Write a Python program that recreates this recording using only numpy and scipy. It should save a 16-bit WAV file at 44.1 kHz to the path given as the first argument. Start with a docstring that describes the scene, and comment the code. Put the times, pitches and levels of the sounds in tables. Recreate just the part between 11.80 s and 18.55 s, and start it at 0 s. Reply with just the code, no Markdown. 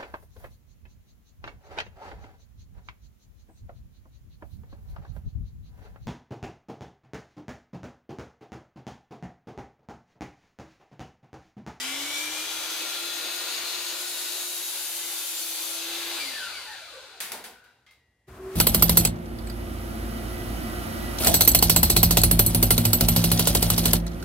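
"""A miter saw in a workshop: shaft-locked tones and coloured noise rise as the motor, already turning, speeds up.
The blade goes through a board, its metal plate singing as narrow bands of noise; then the brake winds it down.
The head knocks against its stop and bounces, in bursts of fading noise; light metal rattles as fading tones.
The blade rings faintly in the same way, and wood is dragged over a humming bench: scraping noise and one low tone.
"""
import sys
import numpy as np
from scipy import signal
from scipy.fft import rfft, irfft
from scipy.io import wavfile
from scipy.ndimage import uniform_filter1d

SR = 44100
rng = np.random.default_rng(int(sys.argv[2]) if len(sys.argv) > 2 else 0)


def master(y):
    """Save y as 16-bit WAV."""
    cut = np.clip(np.atleast_2d(y).T, -1, 1)
    pcm = np.round(cut * 32767)  # scale
    wavfile.write(sys.argv[1], SR, pcm.astype(np.int16))


N = 297887
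T = np.arange(N) / SR  # time in s
HZ = np.maximum(np.arange(N // 2 + 1) * SR / N, 1)  # frequency of each spectrum bin

# stages of the cut: full speed, teeth touch, deep in the board, through, head raised
UP_S, TOUCH_S, DEEP_S, THROUGH_S, RAISED_S = 1, 1.95, 2.87, 3.88, 4.066
BRAKE_S, OFF_S, STOP_S = 4.36, 4.38, 5.39  # brake sets in, noise levels start to sink, head reaches the stop
LEAN_DB = 2  # basic lean to the left, shared out over frequency in ports()

# speed of the shaft, running up, sagging under the cut and recovering: (time_s, turns_hz)
SHAFT_SPEED = [(0, 253), (.05, 263), (.2, 284), (.35, 299.5), (.5, 311), (.8, 326), (1.1, 335), (1.4, 342),
               (1.7, 347), (2, 350.3), (2.4, 352.6), (2.75, 349.8), (3.05, 344), (3.6, 330.8), (3.8, 329.3),
               (3.95, 331), (4.1, 337), (4.36, 341.5)]
# colour of the low rumble, shared by floor and dragged wood: (pitch_hz, relative level_db per Hz)
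RUMBLE_COLOUR = [(20, -29), (35, -27), (48, -11), (57, 8.5), (68, 3), (95, -1), (125, 1.5), (160, -18.5),
                 (260, -25)]


def undb(db):
    """Gain of a level in dB."""
    return 10 ** (np.asarray(db) / 20)


def gate(start, end, fade):
    """Fully open from start to end, fading outside."""
    return np.clip(np.minimum(T - start, end - T) / fade + 1, 0, 1)


def curves(table, fade=.004):
    """Columns of a table over time, and a gate that is open over its span."""
    s, *columns = np.transpose(table)
    return [np.interp(T, s, column) for column in columns], gate(s[0], s[-1], fade)


def stage(start, full, cut, raised, fall_per_s):
    """A value that follows the stages of the cut and sinks steadily after switch-off."""
    times = [0, UP_S, TOUCH_S, DEEP_S, THROUGH_S, RAISED_S]
    held = np.interp(T, times, [start, full, full, cut, cut, raised])
    return held - fall_per_s * np.maximum(T - OFF_S, 0)


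def colour(points):
    """Gain per frequency of (Hz, dB) points, almost silent outside them."""
    hz, db = np.transpose(points)
    return undb(np.interp(np.log(HZ), np.log(hz), db, -120, -120))


def peaks(modes, at_hz=HZ):
    """Gain per frequency of (Hz, width Hz, dB) resonances."""
    power = sum(undb(db) ** 2 / (1 + (2 * (at_hz - hz) / width) ** 2) for hz, width, db in modes)
    return np.sqrt(power)


def steep_peaks(modes):
    """Resonances applied twice: peaks get narrower and their dB differences double."""
    return peaks(modes) ** 2


def ports(first, second):
    """Two spectra to left and right: alike in the bass, mostly less so higher up; the left is louder and earlier."""
    # likeness of the two sides: (pitch_hz, likeness 0-1)
    wide = [(60, 1), (250, 1), (500, 0.94), (1000, 0.71), (2000, 0.63), (4000, 0.25), (8000, 0.07),
            (12000, 0.4)]
    # how much of the left lean each pitch gets: (pitch_hz, share)
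    lean_shares = [(100, 0.11), (300, 0.38), (700, 0.64), (2000, 1.5), (8000, 1.26), (13000, 0.58)]
    like, lean = (np.interp(np.log(HZ), np.log(hz), value) for hz, value in map(np.transpose, (wide, lean_shares)))
    like = np.clip(like, 0, 1)
    lag_s = 2e-5  # delay of the part that both sides share
    right = like * first * np.exp(-2j * np.pi * HZ * lag_s) + np.sqrt(1 - like ** 2) * second
    side_gain = undb(LEAN_DB * lean / 2)
    return irfft(np.array([first * side_gain, right / side_gain]), N)


def noise(gain):
    """Coloured noise on both sides; the average of the two has rms 1."""
    real, imag = rng.standard_normal((2, 2, len(HZ)))
    both = ports(*((real + 1j * imag) * gain))
    return both / np.std(both.mean(0))


def walk(rate):
    """Slow random wandering: levels held for 1 / rate s and smoothed twice; spread near 1."""
    k = int(SR / rate)
    steps = np.repeat(rng.standard_normal(N // k + 1), k)
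    return 1.3 * uniform_filter1d(uniform_filter1d(steps, k), k)[:N]


def tone(hz, db, waver_db, smear_hz):
    """A tone of about the given rms level whose size and pitch tremble."""
    size = np.sqrt(2) * undb(db + waver_db * walk(30))
    return size * np.sin(2 * np.pi * np.cumsum(hz + smear_hz * walk(60)) / SR)


def lifted(hz, db, waver_db, smear_hz):
    """A tone that swells where it meets a resonance of the saw's body."""
    # resonances added to the plain tone: (pitch_hz, width_hz, level_db)
    body_modes = [(270, 14, 8), (304, 16, 7), (351, 10, 7), (575, 50, 11), (1490, 130, 9), (1750, 120, 6),
                  (2320, 140, 10), (2880, 150, 8), (4720, 300, 10), (6674, 60, 1), (9500, 500, 12)]
    return np.hypot(1, peaks(body_modes, hz)) * tone(hz, db, waver_db, smear_hz)


def rippled(x):
    """Noise with a fine random ripple over frequency: two random sets of peaks and dips take turns."""
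    spacing_hz, depth_db, turns_rate = 55, 3.6, 2.5  # the last is random steps per s
    k = int(spacing_hz / HZ[1])
    steps = np.repeat(rng.standard_normal((2, len(HZ) // k + 1)), k, axis=1)
    bumps = uniform_filter1d(steps, k)[:, :len(HZ)]
    gains = undb(depth_db * bumps / np.std(bumps))
    first, second = (irfft(rfft(x) * g / np.sqrt(np.mean(g ** 2)), N) for g in gains)
    share = .5 + .5 * np.tanh(2 * walk(turns_rate))
    return share * first + (1 - share) * second


def shop(x, wet_db):
    """Direct sound plus the room's reverberation: a noise tail whose treble dies first."""
    t60_s, treble_t60_s = .45, .3  # time to fade by 60 dB
    tail = rng.standard_normal((2, N))
    low = signal.sosfilt(signal.butter(1, 4000, fs=SR, output="sos"), tail)
    tail = low * undb(-60 * T / t60_s) + (tail - low) * undb(-60 * T / treble_t60_s)
    echoes = rfft(tail) / np.sqrt(np.sum(tail[0] ** 2))
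    return ports(*(rfft(x) * (1 + undb(wet_db) * echoes)))


def background():
    """Low rumble through the floor, sinking during the cut and returning, and still air, as coloured noise."""
    # (time_s, level_db)
    rumbling = [(0.0, -66), (0.63, -67.5), (1.17, -78), (2.03, -71), (2.84, -83.5), (3.4, -81.5),
                (4.62, -67), (5.5, -74), (6.45, -74.5)]
    # colour of the still air: (pitch_hz, relative level_db per Hz)
    air_colour = [(88, -32.5), (150, -5.5), (833, -13), (1460, -24.5), (1980, -8), (2230, -20.5),
                  (10000, -28.5), (15000, -34)]
    rumble = noise(colour(RUMBLE_COLOUR)) * undb(curves(rumbling)[0][0])
    return rumble + noise(colour(air_colour)) * undb(-76)


def drag():
    """Wood scrapes over the bench and sets its panel humming and the floor rumbling."""
    # levels over time: (time_s, scrape_db, bright_grit_db, bench_hum_db, rumble_db)
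    levels = [(6.47, -84, -80, -88, -79), (6.483, -50, -62, -52, -49), (6.52, -49, -60, -52, -48),
              (6.555, -47.5, -60, -66, -52), (6.58, -48, -58, -55, -48), (6.6, -47.5, -59, -42.5, -52),
              (6.66, -45, -57, -38.5, -48), (6.7, -46, -55, -39, -56), (6.755, -46, -50, -35, -59)]
    # colours of scrape and grit: (pitch_hz, relative level_db per Hz)
    scrape_colour = [(71, -44), (120, -14), (316, -12), (377, -10), (480, -17.5), (942, -23), (1050, -18),
                     (3000, -37), (3900, -67), (6600, -120)]
    grit_colour = [(1060, -20), (1800, -4), (2200, -5), (2900, -8.5), (5590, -13), (12700, -14),
                   (16000, -18)]
    # resonances added to the plain scrape: (pitch_hz, width_hz, level_db)
    scrape_modes = [(690, 120, 5), (1060, 110, 2), (1380, 150, 3), (1600, 150, 2)]
    (scrape_db, grit_db, hum_db, rumble_db), on = curves(levels, 0.0027)
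    bench_hz, bench_width_hz = 380, 13  # the width is before steep_peaks narrows it
    hum = .25 * noise(steep_peaks([(bench_hz, bench_width_hz, 0)])) + tone(bench_hz + 0 * T, 0, 1.5, 3.)
    scrape = noise(colour(scrape_colour) * (1 + peaks(scrape_modes))) * undb(scrape_db + 1.1 * walk(40))
    rumble = noise(colour(RUMBLE_COLOUR)) * undb(rumble_db)
    grit = noise(colour(grit_colour)) * undb(grit_db + 0.98 * walk(50))
    return on * (scrape + rumble + grit + hum * undb(hum_db))


def ring(s, db, modes, attack_s):
    """Free decay of struck metal: each mode is a sine that fades at its own pace."""
    t = np.maximum(T - s, 0)
    fading = sum(undb(g - 60 * t / t60) * np.sin(2 * np.pi * hz * t) for hz, g, t60 in modes)
    return undb(db) * np.minimum(t / attack_s, 1) * fading


def metal():
    """A light metal rattle of four tings, then the blade ringing freely."""
    # (start_s, level_db)
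    tings = [(6.066, -63), (6.088, -67), (6.11, -67), (6.14, -74)]
    # modes of rattle and blade: (pitch_hz, relative level_db, t60_s, the time to fade by 60 dB)
    rattle_modes = [(1250, -3, 0.37), (2090, 5, 0.23), (2176, -5, 0.35), (2580, -10, .3), (3240, -5, .3),
                    (3280, -7, 0.28), (3870, -10, .4), (4360, -12, .25)]
    blade_modes = [(834, -10, .6), (1798, -10, .4), (1927, 0, 3), (2050, -2, 1.1), (2805, -11, 2),
                   (3332, -17, 3), (3881, -9, .5), (4102, -12, .5)]
    rattle = sum(ring(s, db, rattle_modes, .003) for s, db in tings)
    return rattle + ring(6.16, -71.5, blade_modes, .05)


def knocks():
    """Head against stop: a sharp crack, then clatter of wood and metal that fades faster in the treble."""
    # (start_s, crack_db, clatter_db, wood_share_db, treble_share_db, t60_s of the clatter below its treble)
    hits = [(5.403, -38, -37, -21, 3, 0.59), (5.489, -68, -60, 16, -10, 0.14),
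            (5.5185, -31, -46, 7.5, 6, 0.45), (5.64, -53, -50, -3, 5.5, 0.43),
            (5.84, -65, -69, -1, -5.5, 0.89), (6.064, -70, -61.5, -22, -20, 0.34),
            (6.109, -64, -70.5, -21, 3, 0.38)]
    # metal of the stop, added to the plain noise: (pitch_hz, width_hz, level_db)
    stop_modes = [(1820, 1100, 4.5), (3760, 330, 0), (4730, 300, 0)]
    # wood under the stop, before steep_peaks: (pitch_hz, width_hz, level_db)
    board_modes = [(193, 31, -4.5), (244, 19, -3), (370, 78, -4), (484, 97, -2), (729, 180, -2),
                   (943, 180, -2), (1430, 250, -5.5)]
    body = 1.0 + peaks(stop_modes)
    low = noise(steep_peaks(board_modes))
    bands = [(2630, 6600, 0), (10600, 10800, 0)]
    mid, high = (noise(body * steep_peaks([band]) * HZ / (HZ + 900)) for band in bands)
    out = np.zeros((2, N))
    waver_db = 1.5 * walk(40)  # the low wooden noise wavers at random
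    for s, crack_db, clatter_db, low_db, high_db, t60 in hits:
        t = np.maximum(T - s, 0)
        rise = np.minimum(t / .0007, 1)
        crack = undb(crack_db) * np.exp(-t / .002) * (.4 * mid + high)
        # the wooden body swells a little late
        wood = undb(low_db + waver_db - 60 * t / t60) * (1 - np.exp(-t / 0.023)) * low
        # the far walls answer for longer
        echo = undb(-20.0 - 60 * t / 1.0) * (mid + low)
        clatter = wood + echo + undb(-60 * t / t60) * mid + undb(high_db - 85 * t / t60) * high
        out += rise * (crack + undb(clatter_db) * clatter)
    pan_db = 1 - LEAN_DB  # trims the left lean that noise() already has
    return out * undb(np.array([[1], [-1]]) * pan_db / 2)


def singing():
    """Modes of blade and guard that sing for a while: steady, slightly rough tones that swell in and die out."""
    # (start_s, end_s, pitch_hz, level_db before the mix)
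    modes = [(0, .13, 2310, -48), (0, .9, 1410, -57), (.36, .5, 2340, -51), (.4, .95, 3370, -50),
             (.95, 1.3, 3420, -50), (1.3, 1.5, 3540, -52), (1.7, 1.9, 4130, -48), (1.7, 1.85, 4460, -50),
             (2.25, 2.6, 3770, -50), (2.5, 2.85, 3850, -50), (2.9, 3.3, 3690, -53), (3.3, 4.36, 3572, -51),
             (3.95, 4.36, 2705, -53), (4.0, 4.4, 3845, -53), (4.5, 4.82, 4610, -56),
             (4.52, 4.62, 9550, -60), (4.7, 4.85, 9350, -65), (4.4, 4.55, 10200, -60),
             (5.78, 5.95, 2760, -78), (5.85, 5.97, 3900, -84)]
    fade_s = .08
    return sum(gate(start, end, fade_s) * tone(hz + 0 * T, db, 2., 13.) for start, end, hz, db in modes)


def braking():
    """The brake's hum and whines, whose pitch falls away exponentially."""
    # (multiple of the whine's pitch, level_db before the mix, fall in dB per s)
    brake_whines = [(1, -47, 20), (2, -51.5, 14), (3.25, -53, 28), (5.25, -62, 35), (6.5, -64, 20)]
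    since = np.maximum(T - BRAKE_S, 0)
    on = gate(BRAKE_S, STOP_S, 0.022)
    whine_hz, crawl_hz, whine_fall_s = 2620, 130, .46  # start, the crawl it nears, time constant
    hz = crawl_hz + (whine_hz - crawl_hz) * np.exp(-since / whine_fall_s)
    whine = 0
    for k, db, fall_db in brake_whines:
        # each whine is two rough strands, a little apart
        for apart in (.98, 1.015):
            whine = whine + lifted(k * hz * apart, db - fall_db * since - 3, 3.5, 40. * k)
    hum_hz, hum_fall_s, hum_fade_s = 327, .68, 0.19
    hum = np.exp(-(since / hum_fade_s) ** 2) * tone(hum_hz * np.exp(-since / hum_fall_s), -50.5, 2.6, 5.7)
    return on * hum, on * whine


def whines():
    """Tones locked to the shaft (unbalance hum, blade teeth, gear mesh, fan blades), then those of the brake."""
    # levels before the mix: (start_db, full_speed_db, in_board_db, head_raised_db, fall in dB per s)
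    hum_stages = (-54.5, -58, -61.5, -52, 0)
    tooth_stages = (-70, -61, -69, -71, 0)
    gear_stages = (-48, -62, -65, -61, 0)
    whistle_stages = (-62, -59, -58, -59, 0)
    fan_stages = (-51, -50.5, -54, -49, 0)
    # overtones: (multiple of the tooth tone or of the shaft, level_db relative to the fan whine)
    tooth_overtones = [(6, -16), (7, -12), (10, -12)]
    shaft_overtones = [(2, -17), (2.54, -16), (4, -14), (14, -10), (28, -15), (38, -6), (42, -9)]
    tooth_turns, fan_blades, gear_turns, whistle_turns = 25 / 6, 19, 7.67, 10.67  # cycles per shaft turn
    (shaft,), on = curves(SHAFT_SPEED, 0.03)
    fan_db = stage(*fan_stages)
    whine = lifted(tooth_turns * shaft, stage(*tooth_stages), 2.5, 7.)
    whine += lifted(fan_blades * shaft, fan_db, 2.5, 8.)
    whine += lifted(gear_turns * shaft, stage(*gear_stages), 3., 12.)
    whine += tone(whistle_turns * shaft, stage(*whistle_stages), 4., 14.)
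    whine += sum(tone(k * tooth_turns * shaft, fan_db + db, 4., 10.) for k, db in tooth_overtones)
    whine += sum(tone(k * shaft, fan_db + db, 4., 7.) for k, db in shaft_overtones)
    hum = lifted(shaft, stage(*hum_stages), 1.5, 2.)
    brake_hum, brake_whine = braking()
    return on * hum + brake_hum, on * whine + brake_whine


def housing_noise(shared_db):
    """Turbulence in the housing: noise coloured by its resonances."""
    # (pitch_hz, relative level_db per Hz)
    housing_colour = [(110, -57), (180, -23), (331, -1), (384, -5), (860, -0.5), (1230, -2.5), (1410, -1.5),
                      (1520, -0.5), (2050, -3.5), (3500, -4.5), (4550, -43), (7700, -120)]
    # resonances added to the plain noise: (pitch_hz, width_hz, level_db)
    housing_modes = [(557, 7.6, 0), (695, 21, -35.5), (1410, 83, -16.5), (2382, 160, 3)]
    # (start_db, full_speed_db, in_board_db, head_raised_db, fall in dB per s)
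    stages = (-40.5, -40.5, -45, -41.5, 14)
    level_db = stage(*stages) + shared_db + 0.73 * walk(21.95)
    return noise(colour(housing_colour) * (1 + peaks(housing_modes))) * undb(level_db)


def fan_rush(shared_db):
    """The fan's rush: noise tied to the shaft's angle, so its pitch follows the speed."""
    # rush at 350 turns a second, before steep_peaks: (pitch_hz, width_hz, level_db)
    fan_modes = [(2680, 380, -1), (3600, 480, 0), (4230, 600, 1.5), (4950, 500, -3)]
    # (start_db, full_speed_db, in_board_db, head_raised_db, fall in dB per s)
    stages = (-40, -38, -43, -38.5, 14)
    angle = np.cumsum(curves(SHAFT_SPEED)[0][0] / 350)
    rush = np.array([np.interp(angle, np.arange(N), side) for side in noise(steep_peaks(fan_modes))])
    # the rush swells by 1 dB as the blade nears the board
    swell_db = 1 * np.exp(-((T - 1.84) / 0.38) ** 2)
    return rush * undb(stage(*stages) + swell_db + shared_db + .6 * walk(24.78))


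def bright_hiss():
    """Bright hiss of blade and air, in a main and a top band that flicker together at random."""
    # colours of the two bands: (pitch_hz, relative level_db per Hz)
    hiss_colour = [(2820, -2), (4800, 0), (5820, -0.5), (6510, 0), (8240, -2.5), (10000, -7.5),
                   (13000, -39.5), (22000, -120)]
    top_colour = [(5590, -9.5), (9500, -2), (10900, 0.5), (14000, -2.5), (14900, -3), (16000, -13.5)]
    # (start_db, full_speed_db, in_board_db, head_raised_db, fall in dB per s)
    hiss_stages = (-37.5, -39.5, -39.5, -41, 18.5)
    top_stages = (-45, -42, -37.5, -42.5, 28.5)
    # depth of the flicker in dB before weighting, in the same stages
    flicker_stages = (.4, .5, .55, .37, .12)
    flicker_db = stage(*flicker_stages) * walk(29.91)
    hiss = noise(colour(hiss_colour)) * undb(stage(*hiss_stages) + 1.2 * flicker_db + .5 * walk(30))
    return hiss + noise(colour(top_colour)) * undb(stage(*top_stages) + flicker_db)


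def plate_song():
    """The blade plate rubbed by wood: narrow noise bands that each come and go at random."""
    # (time_s, singing_db, level_db of the low plate mode that joins at the end of the cut)
    cut_levels = [(1.95, -66, -70), (2.15, -46, -62), (2.55, -42.5, -59), (3.5, -42, -57), (3.6, -42, -47),
                  (3.93, -43, -47), (4.02, -54, -56), (4.9, -66, -75)]
    # (pitch_hz, width_hz before steep_peaks, relative level_db)
    plate_modes = [(6080, 30, -5), (7290, 40, 0), (7519, 25, -1), (8970, 50, -2), (9330, 35, -4),
                   (9822, 40, -1), (10217, 25, 1), (10720, 45, -4), (11080, 30, 0), (11281, 25, 0),
                   (12170, 40, -6), (12600, 50, -3), (13520, 35, -3), (14350, 90, -4)]
    # the low mode: (pitch_hz, width_hz before steep_peaks, level_db)
    low_mode = (4452, 30, 0)
    (cut_db, late_db), cutting = curves(cut_levels)
    plate = sum(noise(steep_peaks([mode])) * undb(mode[2] + 2.8 * walk(9)) for mode in plate_modes)
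    plate = undb(cut_db) * plate / np.sqrt(len(plate_modes))
    return cutting * (plate + undb(late_db) * noise(steep_peaks([low_mode])))


def guard_shudder():
    """Sheet metal of the guard shaken by the brake, with one low mode that lingers."""
    # (time_s, guard_db, lingering_mode_db)
    shudder_levels = [(4.4, -45, -77), (4.68, -48, -47), (5.0, -56, -54), (5.4, -78, -59), (5.7, -82, -63),
                      (5.86, -88, -61), (5.95, -95, -70), (6.1, -101, -76)]
    # guard and its lingering mode, before steep_peaks: (pitch_hz, width_hz, level_db)
    guard_modes = [(565, 70, -8), (2960, 450, -5), (4650, 400, -1), (6500, 2500, -14), (9500, 700, -6)]
    low_mode = (1485, 220, 0)
    (shudder_db, linger_db), shaking = curves(shudder_levels)
    guard = noise(steep_peaks(guard_modes)) * undb(shudder_db + 2.2 * walk(20))
    guard += noise(steep_peaks([low_mode])) * undb(linger_db + 1.2 * walk(15))
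    return shaking * guard


def roar():
    """All the noise of the saw: housing, fan, bright hiss, singing plate and shaking guard."""
    # left minus right in dB, before trimming: (start, full speed, in the board, head raised, fall per s)
    pan_stages = (2.6, 3.1, 2.7, 2.6, .5)
    on = gate(0, STOP_S, 0.12)
    shared_db = .5 * walk(5.63)  # housing and fan waver together
    pan_db = stage(*pan_stages) - LEAN_DB  # trims the left lean that noise() already has
    pan = undb(np.array([pan_db, -pan_db]) / 2)
    airborne = on * rippled(fan_rush(shared_db) + bright_hiss()) + plate_song() + guard_shudder()
    return on * rippled(housing_noise(shared_db)) + pan * airborne


def scene():
    """Saw left of centre; the whines arrive partly off the walls, the hum with less reverberation."""
    hum, whine = whines()
    tones = shop(undb(-1.5) * hum, -6.) + shop(undb(-.8) * whine + singing(), -3.5)
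    return roar() + tones + shop(metal(), -16.0) + knocks() + drag() + background()


def record(dry):
    """A steep low-pass filter cuts the top above 15.8 kHz."""
    return signal.sosfilt(signal.ellip(10, .2, 70, 15800, fs=SR, output="sos"), dry)


dry = scene()
out = record(dry)
master(out)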